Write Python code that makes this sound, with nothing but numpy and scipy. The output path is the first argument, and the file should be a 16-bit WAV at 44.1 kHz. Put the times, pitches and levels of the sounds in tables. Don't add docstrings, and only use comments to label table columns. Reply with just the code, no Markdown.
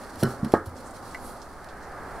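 import sys
import numpy as np
from scipy import signal
from scipy.fft import rfft, irfft
from scipy.io import wavfile
from scipy.ndimage import uniform_filter1d

SR = 44100
rng = np.random.default_rng(int(sys.argv[2]) if len(sys.argv) > 2 else 0)


def pcm_store(signal):
    levels = np.round(np.clip(np.atleast_2d(signal), -1, 1) * 32767)
    wavfile.write(sys.argv[1], SR, levels.astype(np.int16).T)


N = 97020

# start_s, spot, pitch_hz, width_cycles, thud_db, ring_db
LID_BLOWS = [(0.2287, "edge", 470, 0.35, -11.5, -17.5), (0.2315, "edge", 190, 0.42, -17, -5),
             (.2385, "edge", 122, 0.66, -12, -31), (.2465, "edge", 225, 1, -19, -25),
             (0.4336, "side", 188.5, 0.47, -14, -16), (0.4474, "side", 217, 0.61, -19, -41),
             (0.4638, "side", 204, 0.41, -20, -19), (0.4725, "side", 221, 0.64, -25.5, -32),
             (0.5392, "seat", 340, 0.16, 5, -7), (0.542, "seat", 420, 0.21, -7, -38),
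             (0.6793, "side", 102, 0.62, -29, -20.5)]
LID_MODE_HZ = (87, 126, 226, 252, 335, 388, 440, 549, 655, 700, 860, 1120, 1249, 1351, 1482, 1633, 1840)
LID_MODE_T60_S = (0.43, 0.23, 0.21, 0.08, 0.059, 0.264, 0.24, 0.13, 0.17, 0.091, 0.088, 0.13, 0.22, 0.46,
                  0.28, 0.22, 0.24)
LID_MODE_DB = {"edge": (-28, -12, -11.5, -42, -17, -21.5, -32, -31, -29.5, -29, -52, -44, -33, -30, -27.5, -33.5, -40),
               "side": (-19.5, -23, -31, -27, -42, -46, -51, -30, -50, -40, -45, -46, -55, -58, -56, -62, -56),
               "seat": (-27.5, -39, -23.5, -21, -18, -27, -23.5, -17.5, -43, -11.5, -12.5, -16, -17.5, -32.5, -31, -25.5, -31.5)}
# frequency_hz, density_db
DOME_SPECTRUM = [(60, -7), (150, 0.5), (350, 6), (700, -1.5), (1200, 7.5), (1700, 12.5), (2200, -1),
                 (4000, -50)]
# start_s, click_db, ring_db
RIM_CLINKS = [(0.157, -44, -54), (0.2334, -26, -32.5), (0.4468, -44, -49), (0.52, -52, -53),
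              (0.537, -40, -46), (.6615, -58, -54), (1.644, -44.5, -58)]
# pitch_hz, level_db, t60_s
RIM_MODES = [(2995, -5.5, 0.14), (4120, -5, 0.099), (4237, -3, 0.094), (5280, -7, 0.12), (5460, -10, 0.083),
             (9880, 6.5, 0.032), (11470, 4.5, 0.05), (13400, -2, 0.046)]
# start_s, level_db, rise_s, t60_s, tilt_db_per_octave
ENAMEL_SLIDES = [(0.184, -42.5, 0.016, 0.25, 2), (0.2275, -33.5, 0.0011, 0.036, -7),
                 (0.234, -45, 0.0035, 0.041, 7), (0.287, -47, .001, 0.052, 4), (.303, -46, .001, .15, 4),
                 (0.444, -45.5, 0.0032, 0.063, -4), (0.518, -43, 0.0023, 0.1, -2),
                 (0.537, -47, 0.0088, 0.055, -4), (0.655, -48, 0.005, 0.14, 4),
                 (.691, -57, 0.0018, 0.035, 6), (1.143, -47, 0.0036, 0.053, -2)]
# frequency_hz, density_db
GRIT_SPECTRUM = [(800, -20), (2200, 2.5), (3000, 1), (4200, 4.5), (5400, 5), (6500, -0.5), (10500, 2),
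                 (13000, 0), (16000, -9.5)]
# time_s, level_db
DRAG_LEVEL = [(0, -47), (.13, -59.5), (.18, -42.5), (.4, -46.5), (.7, -50.5), (.8, -43.5), (.9, -52),
              (1.05, -53), (1.15, -58.5), (1.25, -46), (1.5, -63.5), (2.2, -74)]
# pitch_hz, width_hz, level_db
DRONE_RESONANCES = [(88.4, 30, -0.5), (252, 55, 2), (528.7, 69, -1)]
# pitch_hz, level_db, t60_s
HANDLE_MODES = [(1524, -3, 0.092), (2000, 7, 0.056), (2075, -5, 0.052), (2173, -4, 0.1), (2280, -6, 0.058),
                (2780, -9.5, 0.041)]
# start_s, level_db, pitch_hz
HANDLE_TOUCHES = [(.767, -52.5, 5960), (.908, -51.5, 8300), (1.033, -57, 5360), (1.11, -52.5, 7050),
                  (1.417, -46.5, 5300), (1.687, -49.5, 3900)]
# time_s, level_db
SLEEVE_LEVEL = [(0, -52), (.13, -55), (.32, -50), (.39, -59), (.56, -55), (.62, -68), (.74, -64.5),
                (.78, -54), (.87, -56.5), (.93, -58.5), (.965, -51.5), (1.01, -59), (1.08, -50.5),
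                (1.2, -56), (1.3, -53.5), (1.42, -58), (1.75, -62.5), (2.2, -57.5)]
# frequency_hz, density_db
CLOTH_SPECTRUM = [(1500, 2), (3000, -3), (4500, 3.5), (6500, -1), (10000, 0.5), (12500, -4), (16000, -16)]
# middle_s, half_length_s, level_db, pitch_hz
SLEEVE_STROKES = [(0.871, 0.021, -52.5, 7760), (1.258, 0.03, -52, 9600), (1.28, 0.067, -52, 10900),
                  (1.835, 0.022, -58, 5240)]
# frequency_hz, density_db
RUSH_SPECTRUM = [(30, -20), (90, -0.5), (135, -5), (185, -1.5), (250, -3.5), (380, -0.5), (520, -1.5),
                 (780, 1.5), (1000, -2.5), (1250, -0.5), (1800, -12), (2150, -17.5), (2600, -35.5),
                 (4000, -46)]
# time_s, level_db
RUSH_SWELL = [(0, -42.5), (.45, -41), (.68, -45.5), (.81, -43.5), (.95, -42.5), (1.25, -42.5),
              (1.55, -44.5), (1.8, -43), (2.0, -39.5), (2.2, -39)]
# time_s, level_db
RUSH_UPPER_SWELL = [(0, -52), (.5, -61), (1.3, -65.5), (1.7, -51.5), (2.2, -48)]
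# frequency_hz, density_db
WIND_SPECTRUM = [(15, 7.5), (30, -1.5), (56, 6.5), (90, -2), (130, -10), (300, -52)]
# frequency_hz, density_db
BUFFET_SPECTRUM = [(12, 6.5), (30, 13.5), (45, -25), (80, -34), (200, -34)]
# time_s, level_db
WIND_GUSTS = [(0, -54.5), (1.0, -51.5), (1.25, -47.5), (1.55, -53), (2.0, -49), (2.2, -45.5)]

DOME_DB, DOME_T60_S, DOME_BUILD_S = -7.5, 0.25, 0.005
CRACK_S, CRACK_DB, CRACK_HZ, CRACK_T60_S = 0.5385, -20.5, 2260, 0.0028
CHATTER_DEPTH, CHATTER_GRAIN_S = 0.68, 0.0044
GRAIN_ROUGHNESS, CLUMP_DB, CLUMP_S = 0.35, 1.5, 0.013
RELEASE_S, RELEASE_DB = 1.1466, -35
HISS_DB, BUFFET_DB = -64, -4.5
CONTACT_SIDE, CLOTH_SIDE, RUSH_SIDE = 0.093, 0.41, 0.19
TAIL_DB, TAIL_T60_S = -8, 0.048
PORT_HZ, PORT_WIDTH_HZ, CUTOFF_HZ = 12540, 2200, 15600


def lid():
    t, out = clock(), 0
    modes = {spot: ring(zip(LID_MODE_HZ, dbs, LID_MODE_T60_S), t) for spot, dbs in LID_MODE_DB.items()}
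    dome_envelope = undb(DOME_DB) * fade(t, DOME_T60_S) * (1 - np.exp(-t / DOME_BUILD_S))
    for start, spot, hz, width_cycles, thud_db, ring_db in LID_BLOWS:
        cycles = hz * (t - start)
        thud = np.sin(2 * np.pi * cycles) * np.exp(-(cycles / width_cycles) ** 2 / 2)
        dome = dome_envelope * spread(lambda: colour(noise(), DOME_SPECTRUM), side=0.09)
        contact_lowpass = signal.butter(2, 2 * hz, fs=SR, output="sos")
        body = modes[spot] + signal.sosfilt(contact_lowpass, dome)
        out = out + undb(thud_db) * thud + undb(ring_db) * delayed(body, start)
    return out


def crack():
    age = np.maximum(clock() - CRACK_S, 0)
    return ring([(CRACK_HZ, CRACK_DB, CRACK_T60_S)], age)


def clinks():
    t = clock()
    chatter = 1 + CHATTER_DEPTH * smooth_noise(CHATTER_GRAIN_S)
    rim = ring(RIM_MODES, t) * unit(chatter)
    click = fade(t, t60=0.012) * spread(lambda: colour(noise(), GRIT_SPECTRUM), CONTACT_SIDE)
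    return sum(delayed(undb(click_db) * click + undb(ring_db) * rim, start)
               for start, click_db, ring_db in RIM_CLINKS)


def scrapes():
    t, out = clock(), 0
    rub = spread(grains, CONTACT_SIDE)
    for start, db, rise, t60, tilt in ENAMEL_SLIDES:
        force = np.clip((t - start) / rise, 0, 1) * fade(np.maximum(t - start - rise, 0), t60)
        tilted = [(hz, level + tilt * np.log2(hz / 6000)) for hz, level in GRIT_SPECTRUM]
        out = out + undb(db) * force * colour(rub, tilted)
    return out


def hand_drag():
    rub = grains()
    drone = sum(undb(db) * resonate(resonate(rub, hz, width), hz, width)
                for hz, width, db in DRONE_RESONANCES)
    return fader(DRAG_LEVEL) * unit(drone)


def handle_release():
    age = np.maximum(clock() - RELEASE_S, 0)
    return undb(RELEASE_DB) * ring(HANDLE_MODES, age)


def handle_touches():
    decay, out = fade(clock(), t60=0.082), 0
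    for start, db, hz in HANDLE_TOUCHES:
        touch = spread(lambda: band(grains(), hz, width_hz=3600), CONTACT_SIDE)
        out = out + delayed(undb(db) * decay * touch, start)
    return out


def sleeve():
    out = fader(SLEEVE_LEVEL) * spread(lambda: colour(grains(), CLOTH_SPECTRUM), CLOTH_SIDE)
    for middle, half_length, db, hz in SLEEVE_STROKES:
        stroke = np.exp(-((clock() - middle) / half_length) ** 2)
        brush = spread(lambda: band(grains(), hz, width_hz=4300), CLOTH_SIDE)
        out = out + undb(db) * stroke * brush
    return out


def ripple(x):
    tail = rng.standard_normal((2, N)) * fade(clock(), TAIL_T60_S)
    tail = tail / np.sqrt(np.sum(tail ** 2, axis=1, keepdims=True))
    smeared = signal.fftconvolve(x, tail, axes=1)[:, :N]
    return (x + undb(TAIL_DB) * smeared) / np.hypot(1, undb(TAIL_DB))


def garden():
    rush = fader(RUSH_SWELL) * spread(lambda: colour(noise(), RUSH_SPECTRUM), RUSH_SIDE)
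    upper = fader(RUSH_UPPER_SWELL) * spread(lambda: band(noise(), hz=1584, width_hz=540), RUSH_SIDE)
    hiss = undb(HISS_DB) * spread(lambda: colour(noise(), CLOTH_SPECTRUM), side=0.71)
    return rush + upper + hiss


def wind():
    rumble = spread(lambda: colour(noise(), WIND_SPECTRUM), side=0.12)
    buffet = undb(BUFFET_DB) * np.array([colour(noise(), BUFFET_SPECTRUM) for _ in range(2)])
    return fader(WIND_GUSTS) * (rumble + buffet)


def grains():
    clumps = undb(CLUMP_DB * smooth_noise(CLUMP_S))
    return noise() * np.exp(GRAIN_ROUGHNESS * noise()) * clumps


def ring(modes, t):
    return sum((-1) ** k * undb(db) * np.sin(2 * np.pi * hz * t) * fade(t, t60)
               for k, (hz, db, t60) in enumerate(modes))


def resonate(x, hz, width_hz):
    return signal.lfilter(*signal.iirpeak(hz, hz / width_hz, fs=SR), x)


def band(x, hz, width_hz):
    return unit(resonate(resonate(x, hz, width_hz), hz, width_hz))


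def colour(x, points):
    hz, db = np.array(points).T
    bin_hz = np.maximum(np.fft.rfftfreq(N, 1 / SR), 1)
    gain = undb(np.interp(np.log(bin_hz), np.log(hz), db))
    return unit(irfft(rfft(x) * gain, N))


def noise():
    return rng.standard_normal(N)


def smooth_noise(window_s):
    return unit(uniform_filter1d(noise(), int(window_s * SR)))


def spread(make, side):
    return make() + side * make() * np.array([[1], [-1]])


def pan(x, right_db):
    return x * undb(right_db / 2) ** np.array([[-1], [1]])


def delayed(x, start_s):
    return np.pad(x, ((0, 0), (int(start_s * SR), 0)))[:, :N]


def fade(t, t60):
    return np.exp(-np.log(1000) * t / t60)


def fader(points):
    return undb(np.interp(clock(), *np.array(points).T))


def clock():
    return np.arange(N) / SR


def undb(db):
    return 10 ** (np.asarray(db) / 20)


def unit(x):
    return x / np.sqrt(np.mean(x ** 2))


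def scene():
    barbecue = lid() + crack() + clinks() + hand_drag() + handle_release()
    arm = pan(handle_touches() + sleeve(), right_db=3)
    return pan(barbecue + ripple(scrapes() + arm) + garden() + wind(), right_db=1.4)


def record(dry):
    left, right = dry
    ports = np.array([left - 2 * resonate(left, PORT_HZ, PORT_WIDTH_HZ), right])
    lowpass = signal.ellip(10, .1, 80, CUTOFF_HZ, fs=SR, output="sos")
    return signal.sosfilt(lowpass, np.clip(ports, -1, 1))


dry = scene()
out = record(dry)
pcm_store(out)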